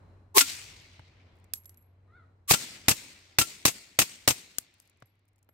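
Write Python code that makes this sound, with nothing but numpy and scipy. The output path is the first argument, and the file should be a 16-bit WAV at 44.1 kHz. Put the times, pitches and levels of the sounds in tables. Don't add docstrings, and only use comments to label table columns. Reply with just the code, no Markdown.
import sys
import numpy as np
from scipy import signal
from scipy.fft import rfft, irfft, next_fast_len
from scipy.io import wavfile
from scipy.ndimage import uniform_filter1d, map_coordinates

SR = 44100
rng = np.random.default_rng(int(sys.argv[2]) if len(sys.argv) > 2 else 0)


def dump(signal):
    limited = np.clip(np.atleast_2d(signal).T, -1, 1)
    pcm = np.round(limited * 32767).astype(np.int16)
    wavfile.write(sys.argv[1], SR, pcm)


N = 244088
TIME = np.arange(N) / SR
SHORT = TIME[:SR // 3]

# [t/s, blast level/dB, extra bass/dB, echo level/dB]
SHOT_TIMELINE = [(.380, -8, -26, -32.8), (2.5086, -10, 0, -35), (2.8824, -11.5, 1, -40.5),
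                 (3.3853, -12, -1, -41), (3.652, -11.5, 0, -44.5), (3.9883, -11.5, 0.5, -42.5),
                 (4.2759, -12, 2, -44.5)]
# [f/Hz, relative level/dB]
CLICK_TONE = [(800, -17), (2500, -13), (4500, -7.5), (8000, -0.5), (10500, -1.5), (15000, -5)]
# [f/Hz, left-right likeness from -1 to 1]
NEAR_IMAGE = [(110, 0.9), (260, 0.36), (500, 0.57), (1000, .22), (2500, 0.21), (5000, -0.17)]
# [f/Hz, left-right likeness from -1 to 1]
WIDE_IMAGE = [(130, .94), (290, 0.94), (550, 0.48), (1400, 0.072), (3000, 0.14)]


def amp(db):
    return 10 ** (np.asarray(db) / 20)


def unit(x):
    return x / np.sqrt(np.mean(x ** 2) + 1e-20)


def along(points, hz):
    f, v = np.transpose(points)
    return np.interp(np.log(hz + 1), np.log(f + 1), v)


def wobble(rate, size=N):
    return map_coordinates(rng.standard_normal(size // 20), [np.arange(size) * rate / SR], mode="wrap")


def filtered(x, response):
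    m = next_fast_len(x.shape[-1] + 8192)
    spectrum = rfft(x, m) * response(np.fft.rfftfreq(m, 1 / SR))
    return irfft(spectrum, m)[..., :x.shape[-1]]


def noise(gain, alike, size=len(SHORT)):
    def mid_side_gain(hz):
        turn = np.arccos(np.clip(along(alike, hz), -1, 1)) / 2
        return gain(hz) * np.array([np.cos(turn), np.sin(turn)])

    mid, side = filtered(rng.standard_normal((2, size)), mid_side_gain)
    return unit(np.array([mid + side, mid - side]))


def colour(spectrum):
    return lambda hz: amp(along(spectrum, hz)) * (hz > 20)


def burst(gain, rise, hold, t60):
    decay = amp(-60 * np.maximum(SHORT - hold, 0) / t60)
    return noise(gain, NEAR_IMAGE) * np.minimum(SHORT / rise, 1) * decay


def ring(hz, t60, attack=0.00028):
    return np.sin(2 * np.pi * hz * SHORT) * amp(-60 * SHORT / t60) * (1 - np.exp(-SHORT / attack))


def add(track, s, sound):
    part = track[:, round(s * SR):][:, :sound.shape[-1]]
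    part += sound[..., :part.shape[1]]


def outdoors():
    # [f/Hz, relative level/dB]
    breeze_tone = [(25, -15), (95, -8), (170, -19), (290, -20.5), (480, -24), (1000, -28.5), (2100, -39),
                   (3800, -50.5), (4050, -41), (4350, -50), (5000, -52), (8000, -58.5), (15000, -67)]
    hum_hz, hum_db = 92.3, -55.5
    breeze_db, fade_db_per_s = -59.5, 2.4
    shot_dip_db, recover_s, breeze_dip_share = 5.5, 1.9, 0.12
    dip_db = shot_dip_db * sum((TIME > s) * np.exp(-abs(TIME - s) / recover_s) for s, *_ in SHOT_TIMELINE)
    hum_phase = 2 * np.pi * np.cumsum(hum_hz + 3.2 * wobble(9)) / SR
    hum = np.sin(hum_phase) * amp(hum_db - dip_db + 1.5 * wobble(3.6))
    level_db = breeze_db - fade_db_per_s * TIME - breeze_dip_share * dip_db
    breeze = noise(colour(breeze_tone), WIDE_IMAGE, size=N) * amp(level_db + 2.2 * wobble(5))
    return hum + breeze


def crow(trees_db=-4.0, trees_t60=.45):
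    crest_s, width_s, length_s = 2.168, .055, 0.18
    low_hz, high_hz = 610, 720
    crest_db, range_db = -59.5, 12
    effort = np.exp(-((TIME - crest_s) / width_s) ** 2)
    pitch = low_hz + (high_hz - low_hz) * effort
    sounding = abs(TIME - crest_s) < length_s / 2
    level = amp(crest_db - range_db * (1 - effort)) * sounding
    phase = 2 * np.pi * np.cumsum(pitch * (1 + .035 * wobble(350))) / SR
    rasp = amp(3.5 * wobble(160))
    # [f/Hz, level/dB]
    throat = [(700, -29), (1250, -1.5), (1450, 1.0), (2150, -14), (2900, -37.5), (3600, -22.5), (4400, -29.5)]
    voice = sum(amp(along(throat, k * pitch)) * np.sin(k * phase) for k in range(1, 7))
    call = level * rasp * voice
    trees = rng.standard_normal((2, len(SHORT))) * amp(-60 * SHORT / trees_t60)
    trees = trees / np.linalg.norm(trees[0])
    return call + amp(trees_db) * signal.fftconvolve(call[None], trees, axes=1)[:, :N]


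def ticks(spread_db=4, ticks_per_s=22):
    # [start t/s, end t/s, middle level/dB]
    grip_shifts = [(1.35, 1.5, -74), (1.607, 1.782, -62), (4.729, 5.072, -72), (5.101, 5.498, -75)]
    # [t/s, level/dB]
    plain_ticks = [(1.3672, -74), (1.4426, -62), (4.74, -60.5), (4.8746, -63), (4.897, -60.5),
                   (5.2859, -68), (5.4281, -64)]
    out = np.zeros((2, N))
    tiny_ticks = []
    for start, end, db in grip_shifts:
        for place, size in rng.random((round(ticks_per_s * (end - start)), 2)):
            tiny_ticks.append((start + place * (end - start), db + spread_db * (2 * size - 1)))
    for s, db in list(plain_ticks) + tiny_ticks:
        add(out, s, amp(db) * burst(colour(CLICK_TONE), rise=0.00037, hold=0.0012, t60=0.017))
    return out


def handling():
    # [t/s, level/dB, body re click/dB, left minus right/dB, echo re click/dB]
    action_clicks = [(1.5358, -23, -22.5, -14, -26.5), (1.6557, -50, -24, -12, -26),
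                     (1.694, -46.5, -27, -7, -27), (4.584, -19, -13, 7, -36), (4.8, -48.5, -26, 6, -25)]
    # [t/s, level/dB, bass level/dB]
    hand_knocks = [(0.9935, -46.5, -41.5), (5.022, -44, -44), (5.4888, -53.5, -62)]
    # [f/Hz, relative level/dB]
    knock_tone = [(50, -12), (250, 1.5), (800, -1.5), (2200, -12), (5000, -22), (15000, -38)]
    out = np.zeros((2, N))
    for s, db, body_db, pan_db, echo_db in action_clicks:
        pan = amp(pan_db / 2 * np.array([[1], [-1]]))
        snap = burst(colour(CLICK_TONE), rise=0.00057, hold=0.0011, t60=0.012) * pan
        body = burst(colour(knock_tone), rise=0.00027, hold=0.0018, t60=0.008)
        echo = burst(colour(CLICK_TONE), rise=0.0047, hold=0.024, t60=0.12)
        add(out, s, amp(db) * (snap + amp(body_db) * body + amp(echo_db) * echo))
    for s, db, bass_db in hand_knocks:
        knock = burst(colour(knock_tone), rise=0.0013, hold=0.0018, t60=0.021)
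        bass = ring(hz=116, t60=0.073, attack=0.0023)
        add(out, s, amp(db) * knock + amp(bass_db) * bass)
    return out


def cases():
    # [t/s, ring level/dB]
    touchdowns = [(.815, -78), (1.537, -43), (1.657, -54), (1.773, -62), (1.824, -72), (4.82, -75),
                  (5.057, -72.5), (5.49, -72)]
    # [f/Hz, mean level/dB, t60/s]
    brass_modes = [(7650, -13, 0.18), (11570, -2, 0.21), (11615, 1, 0.19), (11595, -2, .19),
                   (12390, -17, .3)]
    out = np.zeros((2, N))
    for s, db in touchdowns:
        modes = sum(amp(level + rng.normal(0, 1.3)) * ring(hz, t60) for hz, level, t60 in brass_modes)
        touch = burst(colour(CLICK_TONE), rise=0.00046, hold=.001, t60=0.0081)
        add(out, s, amp(db) * (modes * amp([[-2], [1]]) + amp(2) * touch))
    return out


def swells(growth_db_per_s=1000, length=0.032):
    # [crest t/s, hiss level/dB, whoop level/dB, whoop f/Hz]
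    rising_swells = [(.3775, -12, -16, 405), (.377, -29, -15.5, 1060), (.374, -28.5, -21, 880),
                     (2.508, -16, -26.5, 1130)]
    # [f/Hz, relative level/dB]
    hiss_tone = [(400, -31.5), (2500, -7.5), (8000, -5.5), (13000, -5)]
    out = np.zeros((2, N))
    ahead = SHORT[::-1]
    growth = amp(-growth_db_per_s * np.maximum(ahead - .003, 0))
    rising = growth * np.clip(ahead / 0.00051, 0, 1) * np.clip((length - ahead) / .003, 0, 1)
    for s, hiss_db, whoop_db, hz in rising_swells:
        hiss = noise(colour(hiss_tone), NEAR_IMAGE)
        sway = .5 * wobble(120, size=len(SHORT))
        stereo_phase = np.array([[0], [1.6]])
        whoop = np.sin(2 * np.pi * hz * SHORT + sway + stereo_phase)
        add(out, s - len(SHORT) / SR, rising * (amp(hiss_db) * hiss + amp(whoop_db) * whoop))
    return out


def woods(bass, treeline=0.093, spreading=.98, near_db=-4, trunks_db=1.24, patchy_db=1.6):
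    # [f/Hz, relative level/dB]
    woods_tone = [(40, -14), (130, -0.5), (280, -1.5), (480, -9.5), (1100, -12.5), (1700, -7), (2150, 0.5),
                  (3200, -2), (4500, 0.5), (6500, -1), (8300, 0.5), (10000, -7), (15000, -11)]
    # [f/Hz, t60/s]
    woods_decay = [(100, 1.9), (1000, 7.6), (2500, 3.9), (5000, 2.22), (8000, 1.2), (12000, 1.1)]
    t = TIME[:2 * SR]
    scattered = noise(lambda hz: colour(woods_tone)(hz) * bass(hz) ** .5, WIDE_IMAGE, size=len(t))
    hz, frames, z = signal.stft(scattered, SR, nperseg=256)
    clumps = uniform_filter1d(rng.standard_normal(z.shape[1:]), size=3, axis=0)
    clumps = unit(uniform_filter1d(clumps, size=16, axis=1))
    decay_db = 60 * frames / along(woods_decay, hz)[:, None]
    wash = signal.istft(z * amp(patchy_db * clumps - decay_db), SR, nperseg=256)[1][:, :len(t)]
    swell = amp(near_db * np.clip((treeline - t) / 0.052, 0, 1)) * np.minimum(t / 0.021, 1)
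    distance = np.maximum(t / (treeline + 0.016), 1) ** -spreading
    trunks = amp(trunks_db * wobble(300, size=len(t)) + .8 * wobble(34, size=len(t)))
    return wash * swell * distance * trunks


def steel(hz):
    # [f/Hz, width/Hz, level/dB]
    steel_modes = [(2720, 130, -5.5), (4680, 32, -6), (5030, 69, -5), (5510, 41, -3), (6240, 140, -5.5),
                   (6470, 79, -7), (7420, 90, -4), (8180, 150, -3), (11330, 500, -8.5)]
    return abs(sum(amp(db) * 1j * hz * w / (c * c - hz * hz + 1j * hz * w) for c, w, db in steel_modes))


def shock(width=.00009):
    u = SHORT / width
    return np.diff(u * np.exp(-u), append=0) * width * SR


def pistol(spit_delay=.0085, bank_delay=.0265, slide_delay=.0305, bass_hz=550, rattle_db=2.0):
    # [f/Hz, relative level/dB]
    blast_tone = [(30, -19), (55, -13), (85, -4.5), (170, 3), (310, 2), (480, -1), (750, -1), (1100, -1),
                  (1550, -5), (2300, 1), (3200, -4), (4000, -0.5), (7500, -4.5), (10000, -6.5), (15000, -7)]
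    spit_tone = [(400, -27), (3000, -8), (7500, -4), (9700, -10), (11700, -5), (15000, -10)]
    slap_tone = [(30, -12), (120, -0.5), (290, 2.5), (480, -5), (750, -6.5), (1300, -3), (1750, -5),
                 (2600, 1), (4000, -1), (7800, -3.5), (10000, -9), (15000, -11)]
    # [t/s, f/Hz, level/dB]
    strike_rings = [(0.409, 1388, -22.5), (0.416, 274, -33), (2.544, 1380, -29.5), (3.412, 1360, -22)]
    spit_db = -4
    slap_db, slap_follows = 5, 0.67
    out = np.zeros((2, N))
    for s, blast_db, bass_db, echo_db in SHOT_TIMELINE:
        bass = lambda hz: amp(bass_db / (1 + (hz / bass_hz) ** 2))
        gas = lambda hz: colour(blast_tone)(hz) * bass(hz)
        blast = burst(gas, rise=0.0014, hold=0.0041, t60=0.025)
        blowdown = burst(gas, rise=.006, hold=0.031, t60=0.075)
        rattle = burst(steel, rise=0.0094, hold=0.018, t60=0.097)
        rattle = rattle * amp(rattle_db * wobble(500, size=len(SHORT)))
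        thump = ring(hz=124, t60=0.032, attack=.003) + amp(-13.5) * ring(hz=295, t60=0.071, attack=0.0016)
        thump = -amp(bass_db) * thump
        report = blast + amp(-17.5) * blowdown + amp(-13.5) * rattle + amp(-1.0) * thump
        add(out, s, amp(blast_db) * report)
        add(out, s + 0.00083, -amp(blast_db + 8.5) * shock())

        spit = burst(colour(spit_tone), rise=.001, hold=.004, t60=.018) * amp([[-4], [1]])
        hiss = burst(colour(spit_tone), rise=0.0017, hold=.02, t60=0.15)
        add(out, s + spit_delay, amp(blast_db + spit_db) * (spit + amp(-15) * hiss))

        slap = burst(lambda hz: colour(slap_tone)(hz) * bass(hz), rise=0.0009, hold=0.0072, t60=0.057)
        slap = slap * amp(1.6 * wobble(600, size=len(SHORT))) * amp([[.5], [-1.5]])
        boom = amp(bass_db) * ring(hz=112, t60=0.05, attack=0.0019)
        add(out, s + bank_delay, amp(slap_db + slap_follows * echo_db) * (slap + amp(-3.0) * boom))

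        clack = burst(steel, rise=0.0012, hold=0.0019, t60=0.052) * amp([[1], [-5]])
        add(out, s + slide_delay, amp(blast_db - 13) * clack)
        add(out, s, amp(echo_db) * woods(bass))
    for s, hz, db in strike_rings:
        add(out, s, amp(db) * ring(hz, t60=0.081, attack=0.0021))
    return out


def scene():
    return outdoors() + crow() + ticks() + handling() + cases() + swells() + pistol()


def record(dry):
    # [f/Hz, left minus right/dB]
    port_balance = [(300, 0.5), (900, 1), (2400, 1.5), (4400, -0.5), (8100, 10.5), (10000, 0.5),
                    (12000, -6.5), (15000, -1.5)]
    top_hz = 15750

    def ports(hz):
        low_cut = (1j * hz / (1j * hz + 22)) ** 2
        balance_db = along(port_balance, hz)
        return low_cut * amp(np.array([balance_db, -balance_db]) / 2)

    ported = filtered(dry, ports)
    limited = ported / (1 + ported ** 4) ** (1 / 4)
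    return filtered(limited, lambda hz: 1 / np.sqrt(1 + (hz / top_hz) ** 220))


dry = scene()
out = record(dry)
dump(out)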